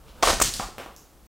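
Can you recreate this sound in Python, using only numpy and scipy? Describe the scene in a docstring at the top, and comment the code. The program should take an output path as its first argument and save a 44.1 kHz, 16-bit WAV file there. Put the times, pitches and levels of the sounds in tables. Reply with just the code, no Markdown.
"""A quiet, fairly live room, close to a kneeling swordsman; the microphone is stereo but nearly mono.
He draws and cuts in one quick move: the blade knocks and rasps along its wooden scabbard and the tip
scrapes clear of the mouth. The sleeve hisses through the swing, the hilt jolts in his grip, cloth
snaps taut and the fittings tick as the sword comes to rest. Underneath, stirred air pushes against
the microphone over a low room tone."""
import sys
import numpy as np
from scipy import signal
from scipy.fft import rfft, irfft, next_fast_len
from scipy.io import wavfile

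SR = 44100
rng = np.random.default_rng(int(sys.argv[2]) if len(sys.argv) > 2 else 0)


def bounce(signal):
    """Save signal as a 16-bit WAV file at the path given by the first command-line argument."""
    frames = np.transpose(np.atleast_2d(signal))
    limited = np.clip(frames, -1, 1)
    pcm = np.round(limited * 32767).astype(np.int16)
    wavfile.write(sys.argv[1], SR, pcm)


N = 61739
T = np.arange(N) / SR
CLICK_LENGTH_S, CLICK_RELEASE_S = 0.00132, 0.00077
END_S, CUTOFF_HZ = 1.27, 15800


def scabbard_knocks():
    """The blade knocks against the scabbard on its way out and the wood rings, almost dry."""
    # knocks: t/s, level/dB, chatter length/s, crack gain/dB, most excited f/Hz
    hits = [(.2262, -16.5, 0.0028, 4, 1061), (.2308, -12, 0.003, 0.5, 553), (.2352, -11, 0.0019, -11, 1130),
            (.2712, -11.5, 0.0022, -4, 784), (.2840, -17, 0.0032, -4.5, 1242),
            (.2943, -20.5, 0.0023, -11.5, 1630), (.298, -14, .003, -13.5, 623),
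            (.3025, -18, 0.0034, 8, 630), (.3302, -19.5, 0.0023, -2.5, 910),
            (.3993, -16.5, 0.0015, -13, 1350), (.4137, -13, .0025, -1, 1184)]
    # modes of the scabbard: f/Hz, width/Hz, level/dB
    wood_modes = [(326, 190, -14.5), (542, 33, -4), (637, 130, 5.5), (832, 74, 2), (900, 320, -0.5),
                  (1130, 100, 8.5), (1290, 190, 1), (1780, 340, -19), (2164, 40, -15)]
    return placed(knocks(hits, wood_modes), room_db=-20)


def hilt_jolts():
    """The hilt jolts in the grip as the cut is stopped, with plenty of room on it."""
    # jolts: t/s, level/dB, chatter length/s, crack gain/dB, most excited f/Hz
    hits = [(.5955, -23.5, 0.00376, -44, 1170), (.6072, -27, 0.0017, 11, 1100),
            (.8612, -29.5, 0.00076, -21, 1150)]
    # modes of the hilt: f/Hz, width/Hz, level/dB
    hilt_modes = [(781, 115, 7), (1043, 41, 8), (1098, 330, 0.5), (1435, 200, -3)]
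    return placed(knocks(hits, hilt_modes), room_db=-1)


def knocks(hits, modes):
    """Each knock is a short chatter with a crack on top; where it lands decides which modes ring most."""
    # spectrum of the bare contact: f/Hz, level/dB
    crack_spectrum = [(100, -15.5), (400, -1), (6000, -11), (9000, -29.5), (15000, -23.5)]
    lift_db, reach_octaves = 9, 0.085  # for modes near the most excited frequency
    wood_give = signal.butter(2, 3200, fs=SR, output="sos")  # yielding wood softens the push
    out = 0
    for s, db, length, crack_db, spot_hz in hits:
        chatter = contact(s, length, release_s=.0012)
        struck = [(hz, width, mode_db + lift_db * np.exp(-(np.log2(hz / spot_hz) / reach_octaves) ** 2))
                  for hz, width, mode_db in modes]
        ring = resonate(signal.sosfilt(wood_give, chatter), struck)
        crack = from_db(crack_db) * colour(chatter, crack_spectrum)
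        out = out + with_strength(ring + crack, db, length)
    return out


def blade_rasp():
    """The blade slides along the inside of the scabbard in thousands of tiny slips."""
    # course of the draw: t/s, level/dB
    draw = [(.2235, -49.5), (.2265, -22.5), (.236, -23.5), (.245, -22.5), (.304, -21.5), (.316, -28),
            (.341, -27.5), (.36, -43), (.398, -53)]
    # spectrum of steel rubbing on wood: f/Hz, level/dB
    spectrum = [(150, -23), (400, -2.5), (650, 2), (2400, -6), (4500, -4), (8500, -8.5), (15000, -24.5)]
    return placed(level(draw) * friction(spectrum, slips_per_s=5000, spread_db=2), room_db=-6)


def tip_scrapes():
    """The tip clears the scabbard mouth in short bright scrapes, and the steel rings briefly."""
    # scrapes: t/s, level/dB, length/s
    scrapes = [(0.4005, -22.5, 0.0041), (0.409, -25.5, 0.001), (0.4159, -15.5, 0.0077),
               (0.4207, -18, 0.0074), (0.4278, -26, 0.0016), (0.459, -35.5, 0.0036)]
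    # spectrum of scraping steel: f/Hz, level/dB
    spectrum = [(1000, -11), (2500, -9), (4000, -14.5), (5200, -10), (7200, -2), (8600, -3.5),
                (10500, -15.5), (15000, -16)]
    # modes of the blade: f/Hz, width/Hz, level/dB
    steel_modes = [(6440, 47, 2.5), (9050, 85, -1.5)]
    out = 0
    for s, db, length in scrapes:
        slips = contact(s, length)
        scrape = colour(slips + resonate(slips, steel_modes), spectrum)
        out = out + with_strength(scrape, db, length)
    return placed(out, room_db=-8.5)


def sleeve_hiss():
    """Cloth rubs fast on cloth as the sleeve sweeps through the cut."""
    # course of the swing: t/s, level/dB
    swing = [(.42, -37), (.44, -24.5), (.493, -31), (.51, -39.5), (.56, -36), (.63, -38.5), (.71, -52)]
    # spectrum of the sleeve: f/Hz, level/dB
    spectrum = [(150, 6.5), (500, -6.5), (1200, -3.5), (2400, -1.5), (4400, 3.5), (7500, 2), (10000, -6),
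                (15000, -13)]
    return placed(level(swing) * friction(spectrum, slips_per_s=6600, spread_db=3.5), room_db=-11)


def clothes_rustle():
    """The clothes shift softly throughout; a sleeve brushes past as the hand drops to the hilt."""
    # shifting of the clothes: t/s, level/dB
    shifting = [(0, -61.5), (.09, -55.5), (.14, -57.5), (.18, -48), (.77, -59.5), (.82, -46), (.95, -58),
                (1.26, -69)]
    # spectrum of the rustle: f/Hz, level/dB
    spectrum = [(100, -3.5), (300, 2.5), (1300, -0.5), (2000, -16), (3000, -11.5), (5000, -17.5),
                (14000, -22)]
    # passing of the sleeve: t/s, level/dB
    passing = [(.02, -81), (.09, -55.5), (.17, -68)]
    brush_hz, brush_width_hz = 2880, 1500
    rustle = level(shifting) * friction(spectrum, slips_per_s=2700, spread_db=3.0)
    brush = level(passing) * rms_one(resonate(rng.standard_normal(N), [(brush_hz, brush_width_hz, 0)]))
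    return placed(rustle + brush, room_db=-9.5)


def cloth_snap():
    """Cloth snaps taut: one sharp crack that reaches the microphone mostly through the room."""
    # spectrum of the snap: f/Hz, level/dB
    spectrum = [(130, -7), (500, 0.5), (900, -4.5), (2800, -9.5), (4500, -18.5), (14000, -28.5)]
    crack = colour(contact(s=.782, length=CLICK_LENGTH_S, release_s=CLICK_RELEASE_S), spectrum)
    return placed(with_strength(crack, db=-28.5, length=CLICK_LENGTH_S), room_db=5.5)


def fitting_ticks():
    """Small metal fittings touch: a broad, quickly damped ring, with an overtone if below the cutoff."""
    # ticks: t/s, level/dB, room send/dB, ring f/Hz
    ticks = [(0.5384, -24, -14, 4300), (.5415, -25.5, 0.5, 4640), (.7827, -41.5, -17, 13300),
             (.9632, -40.5, 2, 6320)]
    ring_q, overtone_ratio, overtone_db = 1.84, 1.8, -5.5
    out = 0
    for s, db, room_db, ring_hz in ticks:
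        touch = contact(s, CLICK_LENGTH_S, CLICK_RELEASE_S)
        ring = 0
        for hz, mode_db in [(ring_hz, 0), (ring_hz * overtone_ratio, overtone_db)]:
            if hz < CUTOFF_HZ:
                mode = [(hz, hz / ring_q, 0)]
                ring = ring + from_db(mode_db) * resonate(resonate(touch, mode), mode)
        out = out + placed(with_strength(ring, db, CLICK_LENGTH_S), room_db)
    return out


def body_thumps():
    """Hand and scabbard bump the body: soft single blows, heavily damped."""
    # thumps: t/s, level/dB, f/Hz
    thumps = [(0.33, -29.5, 210), (.4145, -29, 342.6), (0.596, -30.5, 156), (.687, -41, 380),
              (.861, -42.5, 280)]
    width_hz = 150
    out = 0
    for s, db, hz in thumps:
        blow = resonate(signal.unit_impulse(N, int(s * SR)), [(hz, width_hz, 0)])
        dull = signal.lfilter(*signal.butter(2, 2 * hz, fs=SR), blow)
        out = out + with_strength(dull, db, length=0.0051)
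    return placed(out, room_db=-6)


def room_reverb(x):
    """The walls return a diffuse tail that builds after a short gap and dies in about half a second."""
    # reverberation time: f/Hz, T60/s
    t60 = [(800, 0.41), (7000, 0.5), (14000, 0.41)]
    gap_s, build_s = 0.00083, 0.0031
    edges_hz = np.geomspace(60, 18000, 10)
    age = np.maximum(T - gap_s, 0)
    white = rfft(rng.standard_normal(N))
    hz = np.arange(N // 2 + 1) * SR / N
    tail = 0
    for low, high in zip(edges_hz, edges_hz[1:]):
        band = irfft(white * ((hz >= low) & (hz < high)), N)
        tail = tail + band * from_db(-60 * age / at_hz(t60, np.sqrt(low * high)))
    tail = tail * (1 - np.exp(-age / build_s))
    return signal.fftconvolve(x, rms_one(tail) / np.sqrt(N))[:N]


def draught():
    """Stirred air rumbles on the microphone, a little differently at its two ports: (mid, side)."""
    # push of the air: t/s, level/dB
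    push = [(0, -51.5), (.23, -48), (.30, -31), (.43, -35), (.56, -45.5), (.65, -41.5), (.70, -48.5),
            (1.26, -78.5)]
    # spectrum of the rumble: f/Hz, level/dB
    spectrum = [(12, -19), (25, 0), (40, 8), (60, -2), (180, -14), (800, -61.5)]
    return level(push) * np.array([noise(spectrum), from_db(-11.5) * noise(spectrum)])


def room_tone():
    """The steady low noise of the quiet room: (mid, side)."""
    # spectrum common to both channels: f/Hz, level/dB
    mid_spectrum = [(30, -8.5), (58, 6.5), (90, -11), (180, -11), (400, -14.5), (2500, -30), (15000, -31.5)]
    # spectrum of the left-right difference: f/Hz, level/dB
    side_spectrum = [(45, -2), (900, -40)]
    return np.array([from_db(-53.5) * noise(mid_spectrum), from_db(-65) * noise(side_spectrum)])


def friction(spectrum, slips_per_s, spread_db):
    """Tiny slips at random moments and of uneven size, coloured and scaled to unit rms."""
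    sizes = from_db(spread_db * np.minimum(rng.exponential(1, N), 4))
    signs = rng.choice([-1, 1], N)
    slipping = rng.random(N) < slips_per_s / SR
    return rms_one(colour(sizes * signs * slipping, spectrum))


def contact(s, length, release_s=0.0031):
    """A brief run of slips at time s that holds for its length and then dies."""
    age = np.arange(2048) / SR
    gate = np.exp(-np.maximum(age - length, 0) / release_s)
    slips = rng.standard_normal(len(age)) * gate
    for _ in range(4):  # flatten the spectrum, so the contact has no colour of its own
        slips = irfft(np.exp(1j * np.angle(rfft(slips)))) * gate
    return np.pad(slips, (int(s * SR), N))[:N]


def resonate(x, modes):
    """Parallel resonances (f/Hz, width/Hz, level/dB) with alternating signs."""
    out = 0
    for k, (hz, width, db) in enumerate(modes):
        radius = np.exp(-np.pi * width / SR)
        poles = [1, -2 * radius * np.cos(2 * np.pi * hz / SR), radius ** 2]
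        ring = (1 - radius ** 2) / 2 * signal.lfilter([1, 0, -1], poles, x + 1e-18)
        out = out + (-1) ** k * from_db(db) * ring
    return out


def colour(x, spectrum):
    """Causal (minimum-phase) filter with the given spectrum (f/Hz, level/dB)."""
    size = 2 * next_fast_len(N)
    hz = np.arange(size // 2 + 1) * SR / size
    cepstrum = irfft(np.log(from_db(at_hz(spectrum, hz))))
    cepstrum[1:size // 2] *= 2
    cepstrum[size // 2 + 1:] = 0
    return irfft(rfft(x, size) * np.exp(rfft(cepstrum)))[:N]


def noise(spectrum):
    """Smooth coloured noise of unit rms."""
    return rms_one(colour(rng.standard_normal(N), spectrum))


def level(curve):
    """Gain over time from (t/s, level/dB) points, silent outside them."""
    s, db = np.transpose(curve)
    return from_db(np.interp(T, s, db, left=-120, right=-120))


def at_hz(points, hz):
    """Read a table on a log-frequency axis."""
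    f, value = np.transpose(points)
    return np.interp(np.log(np.maximum(hz, 1)), np.log(f), value)


def with_strength(x, db, length):
    """Give a burst the energy of that level held for that length in seconds."""
    return x * from_db(db) * np.sqrt(length * SR / (np.sum(x ** 2) + 1e-20))


def placed(x, room_db):
    """The direct sound at the microphone and its send into the room."""
    return np.array([x, x * from_db(room_db)])


def from_db(db):
    """Decibels to gain."""
    return 10 ** (np.asarray(db) / 20)


def rms_one(x):
    """Scale to unit rms."""
    return x / np.sqrt(np.mean(x ** 2) + 1e-20)


def scene():
    """Sword, clothes and reverberation sit dead centre; only draught and room tone have any width."""
    sword = scabbard_knocks() + hilt_jolts() + blade_rasp() + tip_scrapes()
    clothes = sleeve_hiss() + clothes_rustle() + cloth_snap()
    direct, sent = sword + clothes + fitting_ticks() + body_thumps()
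    centre = direct + room_reverb(sent)
    air_mid, side = draught() + room_tone()
    mid = centre + air_mid
    return np.array([mid + side, mid - side])


def record(dry):
    """The sound stops at END_S with a 3 ms fade; a steep low-pass takes off the extreme top."""
    fade = np.clip((END_S - T) / .003, 0, 1)
    low_pass = signal.ellip(12, .1, 80, CUTOFF_HZ, fs=SR, output="sos")
    return signal.sosfilt(low_pass, dry * fade)


dry = scene()
out = record(dry)
bounce(out)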